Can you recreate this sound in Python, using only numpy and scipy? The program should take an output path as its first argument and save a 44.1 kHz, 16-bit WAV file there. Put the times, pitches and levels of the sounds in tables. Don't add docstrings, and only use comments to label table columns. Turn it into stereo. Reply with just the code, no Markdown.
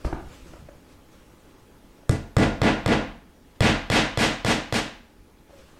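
import sys
import numpy as np
from scipy import signal
from scipy.fft import rfft, irfft
from scipy.io import wavfile
from scipy.ndimage import uniform_filter1d

SR = 44100
rng = np.random.default_rng(int(sys.argv[2]) if len(sys.argv) > 2 else 0)


def field_ratio(decibels):
    return 10 ** (np.asarray(decibels, dtype=float) / 20)


def file_out(sig):
    cols = np.atleast_2d(sig).T
    lim = np.clip(cols, -1, 1)
    pcm = np.round(lim * 32767).astype(np.int16)
    wavfile.write(sys.argv[1], SR, pcm)


N = 255339
SIZE = 1 << 15
T, HZ = np.arange(SIZE) / SR, np.fft.rfftfreq(SIZE, 1 / SR)
LAG = 48

# frequency in Hz, likeness (1 = the same).
NEAR_LIKENESS = [(25, .93), (60, .96), (250, .96), (500, .86), (1000, .8), (2000, .86), (4000, .92),
                 (8000, .95), (13000, .82)]
# frequency in Hz, likeness (below 0 = opposed).
AIR_LIKENESS = [(60, 1.0), (150, 0.97), (380, 0.89), (950, -0.12), (2380, -0.19), (5980, -0.064),
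                (15000, 1)]


def evened(x):
    return x / np.sqrt(np.mean(x ** 2) + 1e-20)


def read(points, hz):
    f, value = np.transpose(points)
    return np.interp(np.log(hz + 1), np.log(f + 1), value)


def add(mix, s, sound):
    part = mix[..., round(s * SR):][..., :sound.shape[-1]]
    part += sound[..., :part.shape[-1]]


def rings(modes, t):
    return sum(field_ratio(db - 60 * t / max(t60, .002)) * np.sin(2 * np.pi * hz * t) for hz, db, t60 in modes)


def coloured(x, db):
    gain = np.log(field_ratio(np.concatenate([db, db[-2:0:-1]])))
    response = np.exp(np.conj(signal.hilbert(gain)))[:len(db)]
    return irfft(rfft(x) * response, x.shape[-1])


def pair(a, b, same, lead, tilt_db):
    same, turn = np.clip(same, -1, 1), np.exp(.5j * lead)
    right = same * turn * a + np.sqrt(1 - same ** 2) * b
    return np.array([a / turn * field_ratio(tilt_db / 2), right / field_ratio(tilt_db / 2)])


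def ports(shared, unshared, width):
    # frequency in Hz, lead of the right side in radians.
    lead_curve = [(25, .6), (60, 1.1), (125, 1.35), (250, 1.55), (500, 1.1), (1000, .75), (2200, .3),
                  (4000, .25), (7000, .7), (14000, 1.1)]
    # frequency in Hz, left minus right in dB.
    tilt_curve = [(25, -1), (100, -1.6), (250, -2.2), (500, -.6), (2000, 0), (12000, -.9)]
    lead, tilt_db = width * read(lead_curve, HZ), width * read(tilt_curve, HZ)
    z = pair(rfft(shared), rfft(unshared), read(NEAR_LIKENESS, HZ), lead, tilt_db)
    fade_in = np.clip(T * SR / LAG, 0, 1) ** 2
    fade_out = np.clip((T[-1] - T) / .2, 0, 1) ** 2
    return np.roll(irfft(z, SIZE), LAG, 1) * fade_in * fade_out


def noise(spectrum, same, patchy_db):
    hz = np.fft.rfftfreq(1024, 1 / SR)
    a, b, c, d, patches = rng.standard_normal((N // 256 + 5, 513, 5)).T
    patches = evened(uniform_filter1d(uniform_filter1d(patches, 10, 0), 8, 1))
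    z = pair(a + 1j * b, c + 1j * d, read(same, hz)[:, None], 0, 0)
    z = z * field_ratio(read(spectrum, hz)[:, None] + patchy_db * patches)
    return evened(signal.istft(z, nperseg=1024, noverlap=768)[1][:, :N])


def tails(count, build_s=0.013):
    # frequency in Hz, seconds to lose 60 dB.
    room_decay = [(40, 0.89), (120, 0.33), (300, 0.33), (1000, 0.51), (3000, 0.46), (6000, 0.41),
                  (10000, 0.3), (15000, 0.28)]
    hz, t, z = signal.stft(rng.standard_normal((count, SIZE)), SR, nperseg=512)
    dying = z * field_ratio(-60 * t / read(room_decay, hz)[:, None])
    tail = signal.istft(dying, SR, nperseg=512)[1][:, :SIZE]
    tail = tail * (1 - np.exp(-(T / build_s) ** 2))
    tail = tail * (1 + 0.41 * np.exp(-((T - .068) / 0.0088) ** 2))
    return tail / np.linalg.norm(tail, axis=1, keepdims=True)


def hush():
    # frequency in Hz, level in dB per Hz.
    air_colour = [(12, -29.5), (20, -21.5), (44, 1.5), (60, -9.5), (194, -6.5), (223, -5.5), (264, -4.5),
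                  (579, -12.5), (789, -17.5), (858, -14), (2230, -20.5), (15000, -36.5), (16300, -33.5)]
    # frequency in Hz, level in dB.
    motor_tones = [(839.8, -74), (1260, -87.5), (3332, -86.5), (5760, -89), (6535, -90), (10158, -98.5)]
    t, count = np.arange(N) / SR, len(motor_tones)
    wander = uniform_filter1d(rng.standard_normal((2, count, N // 64 + 1)), 20, 2)
    drift, flicker = wander.repeat(64, 2)[..., :N]
    flicker_db = uniform_filter1d(flicker, 200, 1) * 30 * np.linspace(.2, 1, count)[:, None]
    whine = np.zeros(N)
    for (hz, db), waver, f_db in zip(motor_tones, drift, flicker_db):
        whine += field_ratio(db + 6.5 + f_db) * np.sin(2 * np.pi * hz * t + 0.0034 * np.cumsum(waver))
    return field_ratio(-51.5) * noise(air_colour, AIR_LIKENESS, patchy_db=1.5) + whine


def movements():
    # peak in seconds, rise in seconds, seconds to lose 60 dB, hiss in dB, low body in dB.
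    strokes = [(.016, 0.039, 0.094, -55.5, -45), (0.053, .018, 0.31, -45, -27), (.14, .03, 1.1, -65, -32),
               (.345, 0.19, 0.75, -54, -58), (.472, 0.023, 1.3, -59.5, -39.5), (.928, 0.11, 0.24, -62, -56),
               (1.128, .04, .9, -63.5, -56), (1.48, 0.33, 0.84, -68, -55.5), (3.51, 0.027, .1, -64, -56),
               (3.56, 0.029, .1, -62, -53), (5.505, .05, .4, -64, -67), (5.588, 0.077, 0.5, -56.5, -54),
               (5.69, .08, .6, -63.5, -51), (5.785, .06, 0.36, -65, -57)]
    # frequency in Hz, level in dB per Hz.
    cloth_colour = [(290, -43), (500, -1.5), (777, -24.5), (1080, -12), (2100, -18), (2330, -17),
                    (7580, -25), (15000, -40)]
    rise_db = 20
    t, hiss, body = np.arange(N) / SR, np.zeros(N), np.zeros(N)
    for s, rise_s, t60, hiss_db, body_db in strokes:
        stroke = field_ratio(np.where(t < s, rise_db * (t - s) / rise_s, -60 * (t - s) / t60))
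        hiss += field_ratio(hiss_db) * stroke
        body += field_ratio(body_db) * stroke
    rumble = noise([(20, 3.5), (60, -2.5), (300, -13.5), (900, -82)], AIR_LIKENESS, patchy_db=4.0)
    cloth = noise(cloth_colour, NEAR_LIKENESS, patchy_db=2.0)
    return field_ratio(3.5) * hiss * cloth + field_ratio(-2.0) * body * rumble


def creak():
    sigh = (5.527, .095, -45, 565, 525)
    s, length, db, from_hz, to_hz = sigh
    t, out = np.arange(0, length + .03, 1 / SR), np.zeros((2, N))
    hz = from_hz + (to_hz - from_hz) * t / length
    jolt = .45 + np.exp(-t / .015)
    level = jolt * np.clip(t / .003, 0, 1) * np.clip((length + .03 - t) / .03, 0, 1)
    unsteady_db = 2.0 * evened(uniform_filter1d(rng.standard_normal(8000), 400))[:len(t)]
    tone = field_ratio(db) * level * field_ratio(unsteady_db) * np.sin(2 * np.pi * np.cumsum(hz) / SR)
    add(out, s, np.array([tone, tone]))
    return out


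def knocks():
    # start in seconds, peak in dB, ring in Hz, thud in dB, rattle in dB.
    knock_rows = [(0.047, -19.5, 600, 0.5, 2.5), (0.127, -10.5, 756, -11, -3.5),
                  (0.459, -33, 330, -10, -15), (0.535, -27.5, 580, -16, -3.5), (0.687, -24.5, 576, -29, -8),
                  (1.336, -44, 310, -21, -4), (1.553, -47, 453, -19, -2), (2.033, -37, 570, -19, -9),
                  (3.569, -68, 304, -15, 15), (5.239, -66, 433, 1, 2), (5.494, -38, 640, -5, -2.5),
                  (5.506, -32, 640, -21, -11), (5.654, -55, 330, -11, 8), (5.738, -45, 577, 0, 4),
                  (5.772, -38, 590, -29, -1)]
    ring_cycles = 10.7
    thud_s = 0.0041
    out, rooms, t = np.zeros((2, N)), tails(count=4), T[:8000]
    band = signal.butter(3, [300, 1600], "bandpass", fs=SR, output="sos")
    grit = signal.sosfilt(band, rng.standard_normal((len(knock_rows), len(t))))
    for k, (s, db, hz, thud_db, rattle_db) in enumerate(knock_rows):
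        ring = rings([(hz, 0, ring_cycles / hz), (340, rattle_db - 2, .04)], t)
        rattle = field_ratio(rattle_db + 2 - 60 * t / 0.041) * grit[k]
        hit = (ring + rattle) * np.clip(t / 0.0018, 0, 1)
        thud = rings([(64.7, thud_db, 0.14), (142, thud_db - 5.5, 0.077)], np.maximum(t - thud_s, 0))
        wet = signal.fftconvolve(hit[None], rooms[[k % 3, 3]], axes=1)[:, :SIZE]
        wet = field_ratio(-3 + 0.47 * rattle_db) * wet
        near = np.pad(hit + thud, (0, SIZE - len(t)))
        add(out, s - LAG / SR, field_ratio(db) * ports(near + wet[0], wet[1], 0.9))
    return out


def blow(row, shared, unshared, chatter):
    # frequency in Hz, level in dB per Hz.
    wall_colour = [(15, -29), (30, -11), (95, -13.5), (165, -1), (270, 4.5), (390, -6.5), (520, -5.5),
                   (1050, -14.5), (1300, -18), (1600, -14), (3200, -18), (5200, -24.5), (8600, -28),
                   (15200, -48)]
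    # frequency in Hz, level in dB, seconds to lose 60 dB.
    panel_modes = [(209.5, -3.5, 0.52), (234.4, -0.5, 0.59), (253, -1.5, 0.28), (283.7, -1, 0.29),
                   (314.7, 4.5, 0.44), (439.6, 6, 0.31), (489, -0.5, 0.2), (538, -7, 0.52),
                   (685, -4.5, 0.52), (762, -11, 0.33), (1170, -2.5, 0.21), (1424, -6.5, 0.46),
                   (1662, -4, 0.3), (1990, -2, 0.34)]
    # frequency in Hz, level in dB, seconds to lose 60 dB.
    steel_modes = [(2020, -43, 0.0042), (3360, -20, 0.0041), (5900, -11, 0.0049), (8950, -5, 0.0044),
                   (10200, -12, 0.003), (11100, -18, 0.0022), (13200, -30, 0.0033)]
    # frequency in Hz, level in dB, seconds to lose 60 dB.
    boom_modes = [(39.9, -32, 0.98), (85.3, -16.5, 0.38), (105.5, -16.5, .3), (120.2, -0.5, 0.093),
                  (139.3, -13.5, 0.31), (337, -2.5, 0.019)]
    # delay in seconds, level in dB.
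    first_echoes = [(.0167, -8), (.0085, -19), (.026, -20), (.033, -17)]
    push_s = .0031
    s, force_db, hard_db, boom_db, tick_db = row

    octave = np.log2(np.maximum(HZ, 30) / 1000)
    colour = read(wall_colour, HZ) + hard_db * np.clip(octave, -1, 4)
    colour = colour - 25 * np.clip(HZ / 2000 - 7.2, 0, 2)
    colour = colour + .5 * boom_db / (1 + (HZ / 200) ** 2)
    colour = colour + 0.64 * tick_db / (1 + (4800 / (HZ + 1)) ** 4)
    scrape = chatter * T * np.exp(-T / .001)
    room, other, grit = coloured(np.array([shared, unshared, scrape]), colour)
    size = field_ratio(-29) / np.std(room)

    fore = .3 * np.sin(2 * np.pi * 1800 * 2 ** (hard_db / 6) * T) * np.exp(-(T / .0008) ** 2)
    spike = -np.exp(-((T - .0014) / .00026) ** 2)
    tick = field_ratio(tick_db - 21) * rings(steel_modes, T) * np.clip(T / 0.0015, 0, 1) ** 2
    grit = grit - .85 * np.roll(grit, 2)
    shank = field_ratio(-18.5 + 2.8 * hard_db) * rings([(3375, 0, 0.011), (4120, -8, 0.019), (668, 1, 0.0067)], T)
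    crack = field_ratio(-.3 * boom_db) * (fore + shank + spike) + tick + field_ratio(-10) * grit / abs(grit).max()

    boom = field_ratio(boom_db - 5.5) * rings(boom_modes, np.maximum(T - push_s, 0))
    panel = field_ratio(-26.5) * rings(panel_modes, np.maximum(T - .0014, 0))
    echoes = sum(field_ratio(db) * np.roll(crack - .5 * spike, round(d * SR)) for d, db in first_echoes)
    direct = crack + boom + panel + echoes
    return s + .0005 - LAG / SR, field_ratio(force_db - 13) * ports(direct + size * room, size * other, 1)


def hammer():
    # start in seconds, force in dB, hardness in dB per octave, wall boom in dB, steel tick in dB.
    blow_rows = [
        (2.093, 6.5, -3.5, 10.5, 22.5),
        (2.366, 22, -3, 3, 6.5),
        (2.616, 21.5, -1, -1.5, -9.5),
        (2.86, 23, -1.5, -1.5, -6),
        (3.6054, 23.5, 1.5, 3, -12.5),
        (3.900, 24, 2, -2.5, -11.5),
        (4.1733, 22, 2, -2.5, -7),
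        (4.447, 21, 1, -4, -3),
        (4.7243, 14.5, 2, -5, -6),
    ]
    count = len(blow_rows)
    a, b, c, *own = tails(count=3 + count)
    out, chatter = np.zeros((2, N)), rng.standard_normal((count + 1, SIZE))
    turns = .22 * (np.arange(count) - 4)
    for row, turn, mine, grit in zip(blow_rows, turns, own, chatter):
        common = np.cos(turn) * a + np.sin(turn) * b
        add(out, *blow(row, .72 * common + .36 * mine, c, chatter[-1] + .4 * grit))
    return out


def scene():
    return hammer() + knocks() + movements() + hush() + creak()


def starved(x):
    mid_side_hz, loud_db = (14100, 4800), -29.5
    power_db = 10 * np.log10(abs(uniform_filter1d((x ** 2).mean(0), 2400)) + 1e-12)
    lasting_db = np.minimum(power_db, np.roll(power_db, 1700))
    busy = uniform_filter1d(1. * (lasting_db > loud_db), 300)
    tops = [signal.firwin(255, hz, window=("kaiser", 7), pass_zero=False, fs=SR) for hz in mid_side_hz]
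    both = np.array([x[0] + x[1], x[0] - x[1]]) / 2
    mid, side = both - busy * signal.oaconvolve(both, np.array(tops), "same", axes=1)
    return np.array([mid + side, mid - side])


def low_pass(x):
    return signal.sosfilt(signal.butter(12, 15750, fs=SR, output="sos"), x)


def record(dry):
    peak_db = 20 * np.log10(abs(dry).max(0) + 1e-9)
    fall = np.arange(N) * 230 / SR
    held_db = np.maximum.accumulate(peak_db + fall) - fall
    over_db = np.maximum(held_db + 4.2, 0)
    early_db = uniform_filter1d(np.roll(over_db, -75), 30)
    keep = np.exp(-1 / (1.4 * SR))
    slow_db = 2.0 * signal.lfilter([1 - keep], [1, -keep], over_db)
    mix = starved(dry / field_ratio(early_db + slow_db))
    return low_pass(mix)


dry = scene()
out = record(dry)
file_out(out)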